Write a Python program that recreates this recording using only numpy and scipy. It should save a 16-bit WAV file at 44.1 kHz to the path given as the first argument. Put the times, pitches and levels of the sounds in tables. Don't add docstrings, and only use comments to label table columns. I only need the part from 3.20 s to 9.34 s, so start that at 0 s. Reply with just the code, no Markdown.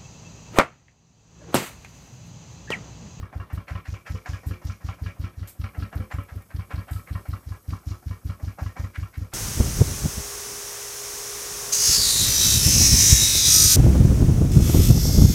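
import sys
import numpy as np
from scipy import signal
from scipy.fft import rfft, irfft, next_fast_len
from scipy.io import wavfile
from scipy.ndimage import uniform_filter1d, map_coordinates

SR = 44100
rng = np.random.default_rng(int(sys.argv[2]) if len(sys.argv) > 2 else 0)


def transcribe(signal):
    frames = np.atleast_2d(signal).T
    limited = np.clip(frames, -1, 1)
    pcm = np.round(limited * 32767).astype(np.int16)
    wavfile.write(sys.argv[1], SR, pcm)


N = 270591

# exhaust pulse in seconds, then the relative levels in dB of
CYCLES = [(-0.0166, -0.5, -53.5, -45.5, -53), (0.156, -1.5, -45, -41.5, -50.5),
          (0.33, 0.5, -44.5, -44, -47), (0.509, -2, -38.5, -37, -46), (0.6824, -2, -47.5, -43.5, -50),
          (0.9, -0.5, -42, -45, -43.5), (1.0895, -1, -39, -40.5, -48), (1.2639, 1.5, -48.5, -41, -42.5),
          (1.4485, 0, -51.5, -43.5, -49.5), (1.6428, -1, -52.5, -36.5, -48),
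          (1.8168, -0.5, -52.5, -38.5, -44.5), (1.9946, -0.5, -58.5, -41, -44),
          (2.1737, -6, -60, -48.5, -48), (2.3936, 0, -62.5, -38, -46.5), (2.5789, 0.5, -45, -40.5, -41),
          (2.7556, 1.5, -40.5, -43, -44), (2.939, 0, -37, -39.5, -44), (3.1184, -8.5, -47.5, -50, -50),
          (3.343, -0.5, -48.5, -42.5, -47), (3.5365, 0.5, -37, -39.5, -44), (3.7113, 0.5, -43, -45, -49),
          (3.907, 0, -45, -39.5, -44), (4.085, 0.5, -47, -42, -47.5), (4.2656, -5, -59.5, -46.5, -51),
          (4.4821, 0, -62.5, -42.5, -42), (4.6668, 0, -62, -47.5, -49), (4.8621, -0.5, -59, -44.5, -48),
          (5.0502, 0.5, -63.5, -40.5, -45.5), (5.2295, 0, -51, -46.5, -46.5), (5.4166, 1, -41, -42.5, -48),
          (5.5936, 0.5, -39, -42.5, -43), (5.7791, 0, -48.5, -43, -50.5), (5.9734, -0.5, -50, -51.5, -48),
          (6.159, 23, -40, -44, -52)]
# frequency in Hz, relative level in dB, 60 dB decay in seconds.
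CASE_MODES = [(493, -6, 0.079), (566.7, -8, 0.26), (633, -17, 0.16), (650, -12, 0.18), (785, -5.5, 0.1),
              (1021, -4, 0.17), (1066, 2, 0.062), (1189, -4, 0.083), (1301, -3.5, 0.22),
              (1358.6, 4.5, 0.098), (1467, -27, 0.056), (1661, -1, 0.12), (1670, -17, 0.1),
              (1845, -3.5, 0.14), (1972, -6, 0.081), (2270, -24, 0.39), (2240, -1, 0.03), (2268, -2, 0.079),
              (2260, -54, 0.053), (2774, -11, 0.14), (3160, -21.5, 0.21)]
# frequency in Hz, relative level in dB, 60 dB decay in seconds.
FRAME_MODES = [(171.2, 7.5, 0.16), (213.7, -5.5, 0.24), (247.6, -2, 0.13), (284.8, 1, 0.11),
               (355.3, -20, 0.54), (395, -22, 0.17), (439.7, -16.5, 0.34), (515.6, -20, 0.34)]
# frequency in Hz, relative density in dB per Hz.
SPIT_COLOUR = [(2500, 4), (5000, -14), (8000, 0), (11000, 4), (12600, 10), (14000, 6), (15500, -1)]


def thump():
    # frequency in Hz, width in Hz, relative level in dB.
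    silencer = [(57.3, 26.2, -12.5), (84.7, 35, -9.5), (142.2, 22, -15), (298, 19.8, -7)]
    # frequency in Hz, width in Hz, relative level in dB.
    airbox = [(58.5, 10.8, -20.5), (96.9, 17.4, -5), (117.6, 57, -14)]
    exhaust_width_s, intake_width_s = 0.0013, 0.0025
    s, exhaust_db, *_, thud_db = np.transpose(CYCLES)
    intake_db = 1.2 + 0.23 * exhaust_db - settling(s)
    exhaust = gas_pulses(s, exhaust_db, exhaust_width_s, silencer)
    intake = gas_pulses(s + 0.0404, intake_db, intake_width_s, airbox)
    overlap = gas_pulses(s + 0.0345, intake_db - 16.5, exhaust_width_s, silencer)
    jolt = ring(FRAME_MODES, s + 0.0178, thud_db - 2.5, scatter_db=5.5, attack=0.0012)
    shudder = ring(FRAME_MODES, s + 0.041, thud_db + 4.0, scatter_db=5, attack=0.003)
    return exhaust - intake + overlap + jolt + shudder


def firing():
    # frequency in Hz, relative density in dB per Hz.
    knock_colour = [(120, -31), (260, -4), (420, 0), (750, 10), (900, 1.5), (1250, 1.5), (1800, 1.5),
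                    (2400, -5), (3300, -17.5), (5000, -22.5), (7500, -29.5), (14000, -37)]
    # time in seconds, treble over bass in dB.
    knock_tone = [(0.3, -1.5), (0.65, 20), (1.06, 8.5), (1.23, -2), (2.72, -1.5), (2.91, 9), (3.88, 6.5),
                  (5.2, -8.5), (5.56, -1), (5.75, 29.5), (6.13, 13.5)]
    s, db = knocks()
    bright_db = level_at(knock_tone, s)
    metal = patchy(metal_noise(knock_colour)) * chatter(rate=350, depth_db=2.5)

    def envelope(level):
        build_up = bursts(s - 0.011, level - 11.0, rise=0.0033, hold=0.067, t60=0.12)
        blow = bursts(s, level, rise=0.0015, hold=0.016, t60=0.1)
        return build_up + amp(-3.5) * blow

    knock = tilted(metal, envelope, db, bright_db)
    slap = ring(CASE_MODES, s + 0.00103, db - 7, scatter_db=7.5, attack=0.0012)
    rebound = ring(CASE_MODES, s + 0.015, db - 7.5, scatter_db=9, attack=0.0076)
    shake = ring(FRAME_MODES, s, db - 0.95 * bright_db - 9, scatter_db=3.5, attack=0.0033)
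    return knock + slap + rebound + shake


def valve_gear():
    # frequency in Hz, relative density in dB per Hz.
    clack_colour = [(200, 10), (450, -38), (700, 3), (880, -44), (1050, 9.5), (1400, 4.5), (1800, -28),
                    (2400, -7), (2900, -6), (5500, -40), (8000, -42), (15000, -37)]
    # frequency in Hz, relative density in dB per Hz.
    rattle_colour = [(150, 5), (280, 7), (400, 16), (600, -10), (880, 10), (1100, 21), (1400, 14),
                     (1900, 3), (2350, 19), (2700, 1), (3300, 0), (6000, -57), (12000, -46)]
    # time in seconds, treble over bass in dB.
    clack_tone = [(0.2, -13), (0.7, 16.5), (3.75, 1.5), (4.0, -14.5), (4.7, -12), (5.3, 6), (6.0, -3.5)]
    s = crank(0.247)
    clack_db = np.transpose(CYCLES)[3]
    rattle_db = -48.5 + 0.6 * (clack_db - clack_db.mean())
    bright_db = level_at(clack_tone, s)
    steel = patchy(metal_noise(clack_colour))
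    teeth = patchy(metal_noise(rattle_colour))

    def clack_envelope(db):
        return bursts(s - 0.001, db - 3.5, rise=0.0022, hold=0.01, t60=0.1)

    def rattle_envelope(db):
        return bursts(s + 0.0078, db - 1.5, rise=0.011, hold=0.017, t60=0.23)

    clack = tilted(steel, clack_envelope, clack_db, bright_db)
    rattle = tilted(teeth, rattle_envelope, rattle_db, bright_db)
    case = ring(CASE_MODES, s + 0.00103, clack_db - 6.5, scatter_db=5.5, attack=0.00084)
    for delay, db in [(0.013, -28), (0.028, -6), (0.040, -11)]:
        contact_s = s + delay + 0.003 * rng.standard_normal(len(s))
        case += ring(CASE_MODES, contact_s, rattle_db + db, scatter_db=5.0, attack=0.0004)
    return (clack + rattle) * chatter(rate=310, depth_db=3.5) + case


def exhaust_hiss():
    # frequency in Hz, relative density in dB per Hz.
    hiss_colour = [(300, -11), (700, 1.5), (1400, 9.5), (2900, 2.5), (4400, 9), (5900, 4), (6200, -32),
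                   (9000, -4), (15000, -48)]
    # frequency in Hz, relative density in dB per Hz.
    sizzle_colour = [(3800, -7), (5300, 1.5), (6000, 2), (6300, -4.5), (6750, 0.5), (7400, -4.5),
                     (7900, -12), (12000, -28)]
    # time in seconds, base level in dB.
    hiss_course = [(0.6, -61), (1.1, -58), (2.55, -54), (2.94, -69.5), (3.35, -57.5), (4.5, -56),
                   (6.0, -65)]
    # time in seconds, base level in dB.
    sizzle_course = [(0.45, -75), (0.68, -62.5), (1.1, -60.5), (1.27, -67), (1.45, -61), (2.1, -72),
                     (3.3, -74), (3.8, -87), (4.1, -70), (4.65, -60.5), (4.9, -69), (5.5, -63.5),
                     (6.0, -67)]
    s, exhaust_db = np.transpose(CYCLES)[:2]
    hiss_db = level_at(hiss_course, s) + 0.84 * exhaust_db - settling(s)
    sizzle_db = level_at(sizzle_course, s)
    spit_db = -56 + 2.8 * exhaust_db - settling(s)

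    tappet = bursts(s + 0.0198, hiss_db + 2.5, rise=0.00063, hold=0.0035, t60=0.033)
    flow = bursts(s - 0.002, hiss_db + 4.0, rise=0.039, hold=0.049, t60=0.21)
    hiss = patchy(metal_noise(hiss_colour)) * (flow + tappet)

    knock_s, knock_db = knocks()
    buzz_db = sizzle_db - 2.5 + knock_db - knock_db.mean()
    buzz = bursts(knock_s, buzz_db, rise=0.0018, hold=0.029, t60=0.087)
    stroke = bursts(s - 0.012, sizzle_db + 7, rise=0.014, hold=0.065, t60=0.33)
    sizzle = metal_noise(sizzle_colour) * (buzz + stroke)

    sputter = metal_noise(SPIT_COLOUR) * chatter(rate=250, depth_db=3.5)
    spit = sputter * bursts(s - 0.004, spit_db, rise=0.0028, hold=0.0063, t60=0.21)
    return (hiss + sizzle) * chatter(rate=280, depth_db=3) + spit


def spits_and_ticks():
    # start in seconds, level in dB before a 2 dB cut,
    # 60 dB decay in seconds.
    loud_spits = [(0.33, -55, 0.12), (1.264, -50.5, 0.15), (2.273, -43.5, 0.2), (3.709, -47.5, 0.41)]
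    # start in seconds, level in dB.
    tick_rows = [(1.4506, -49), (3.0345, -51.5), (3.159, -52), (3.2211, -52)]
    # frequency in Hz, relative density in dB per Hz.
    loud_spit_colour = [(4000, -3.5), (6000, -3), (8400, 4.5), (10000, -0.5), (12500, 7), (15500, -4.5)]
    puffs = np.zeros(N)
    for start, level, life in loud_spits:
        puffs += bursts([start], [level - 2], rise=0.00054, hold=0.024, t60=life)
    tick_s, tick_db = np.transpose(tick_rows)
    ticks = bursts(tick_s, tick_db, rise=0.0003, hold=0.002, t60=0.025)
    # Hz, dB, 60 dB decay in seconds
    fitting = [(7300, 0, 0.16)]
    ping = ring(fitting, [2.918], [-51], scatter_db=0, attack=0.0035)
    return noise(loud_spit_colour) * puffs + noise(SPIT_COLOUR) * ticks + ping


def background():
    # frequency in Hz, relative density in dB per Hz.
    murmur_colour = [(25, -49), (90, 6.5), (280, -3), (400, -8), (600, -8), (900, -15), (1200, -13),
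                     (1800, -21), (2300, -23.5), (3300, -23.5), (7000, -37)]
    # frequency in Hz, relative density in dB per Hz.
    air_colour = [(2000, -35), (5000, -0.5), (6400, -0.5), (6720, 6), (7000, -6.5), (7900, 2.5),
                  (8600, 1.5), (10500, 3), (12000, 2), (12600, 11.5), (13200, 0.5), (15500, -2.5)]
    # time in seconds, level in dB before a 1.5 dB cut.
    air_course = [(0.0, -70.5), (1.1, -63), (2.25, -65), (2.5, -62), (3.4, -61), (3.9, -57.5), (4.6, -60.5),
                  (6.14, -61.5)]
    s = np.transpose(CYCLES)[0]
    swell = bursts(s - 0.02, np.full(len(s), -57), rise=0.052, hold=0.12, t60=0.11)
    churn = (amp(-59) + swell) * noise(murmur_colour) * chatter(rate=99, depth_db=3)
    air_db = level_at(air_course, np.arange(N) / SR) - 1.5
    return churn + amp(air_db) * metal_noise(air_colour)


def crank(turn):
    s = np.transpose(CYCLES)[0]
    lengths = np.diff(s)
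    cycle = np.r_[lengths, lengths[-1]] if turn > 0 else np.r_[lengths[0], lengths]
    return s + turn * cycle


def knocks():
    db = np.transpose(CYCLES)[2]
    early_s_per_db = 0.000304
    return crank(-0.182) + early_s_per_db * (db - db.mean()), db


def settling(s):
    cold_db, settle_s = 3, 0.68
    return cold_db * np.exp(-s / settle_s)


def level_at(curve, s):
    return np.interp(s, *np.transpose(curve))


def gas_pulses(times, levels_db, width, modes):
    lead = SR // 4
    t = np.arange(-SR // 50, SR // 50) / SR
    pressure = np.zeros(N + lead)
    for s, db in zip(times, levels_db):
        spread = np.exp(0.026 * (np.median(levels_db) - db))
        pulse = np.exp(-0.5 * (t / (width * spread)) ** 2)
        add(pressure, s + lead / SR + t[0], amp(db) / spread * pulse)
    return resonate(pressure, modes)[lead:]


def resonate(x, modes):
    def response(f):
        total = 0
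        for k, (centre, width, db) in enumerate(modes):
            damping = 1j * f * width
            total = total + (-1) ** k * amp(db) * damping / (centre ** 2 - f ** 2 + damping)
        return total

    return filtered(x, response)


def ring(table, times, levels_db, scatter_db, attack):
    t = np.arange(SR // 6) / SR
    out = np.zeros(N)
    hz, db, t60 = np.transpose(table)[:, :, None]
    modes = amp(db - 60 * t / t60) * np.exp(2j * np.pi * hz * t) * (1 - np.exp(-t / attack))
    for s, level in zip(times, levels_db):
        strength = amp(scatter_db * rng.standard_normal(len(table)))
        strength = strength * np.exp(2j * np.pi * rng.random(len(table)))
        strength *= np.linalg.norm(amp(db)) / np.linalg.norm(strength * amp(db[:, 0]))
        add(out, s, amp(level) * (strength @ modes).real)
    return out


def bursts(times, levels_db, rise, hold, t60):
    t = np.arange(SR // 3) / SR
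    envelope = np.zeros(N)
    for s, db in zip(times, levels_db):
        decay_db = 60 * np.maximum(t - hold, 0) / t60
        add(envelope, s, (1 - np.exp(-t / rise)) * amp(db - decay_db))
    return envelope


def chatter(rate, depth_db):
    knots = 2 * np.tanh(rng.standard_normal(int(N * rate / SR) + 4) / 2)
    wander = map_coordinates(knots, [np.arange(N) * rate / SR], order=1)
    return unit(amp(depth_db * wander))


def patchy(x):
    z = signal.stft(x, nperseg=512)[2]
    field = uniform_filter1d(rng.standard_normal(z.shape), size=4, axis=0)
    field = uniform_filter1d(field, size=7, axis=1)
    gain = amp(1.5 * unit(field))
    return unit(signal.istft(z * gain, nperseg=512)[1][:N])


def tilted(x, envelope, db, bright_db):
    low = filtered(x, lambda hz: 1 / (1 + (hz / 1500) ** 4))
    return low * envelope(db - 0.5 * bright_db) + (x - low) * envelope(db + 0.5 * bright_db)


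def metal_noise(colour):
    grid = np.arange(0, SR / 2, 45)
    ripple_db = 3 * rng.standard_normal(len(grid)) * np.clip(grid / 3000, 0, 1)
    return unit(filtered(noise(colour), lambda hz: amp(np.interp(hz, grid, ripple_db))))


def noise(colour):
    f, db = np.transpose(colour)
    white = rng.standard_normal(N)
    return unit(filtered(white, lambda hz: amp(np.interp(np.log(hz + 1), np.log(f), db))))


def filtered(x, response):
    size = next_fast_len(len(x) + SR // 2)
    spectrum = rfft(x, size) * response(np.fft.rfftfreq(size, 1 / SR))
    return irfft(spectrum, size)[:len(x)]


def add(track, s, sound):
    start = round(s * SR)
    part = sound[max(-start, 0):max(len(track) - start, 0)]
    track[max(start, 0):][:len(part)] += part


def amp(db):
    return 10 ** (np.asarray(db) / 20)


def unit(x):
    return x / np.sqrt(np.mean(x ** 2) + 1e-20)


def scene():
    engine = thump() + firing() + valve_gear() + exhaust_hiss()
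    return (engine + spits_and_ticks() + background())[None]


def record(dry):
    top_hz = 15520
    return np.array([filtered(channel, lambda hz: hz < top_hz) for channel in dry])


dry = scene()
out = record(dry)
transcribe(out)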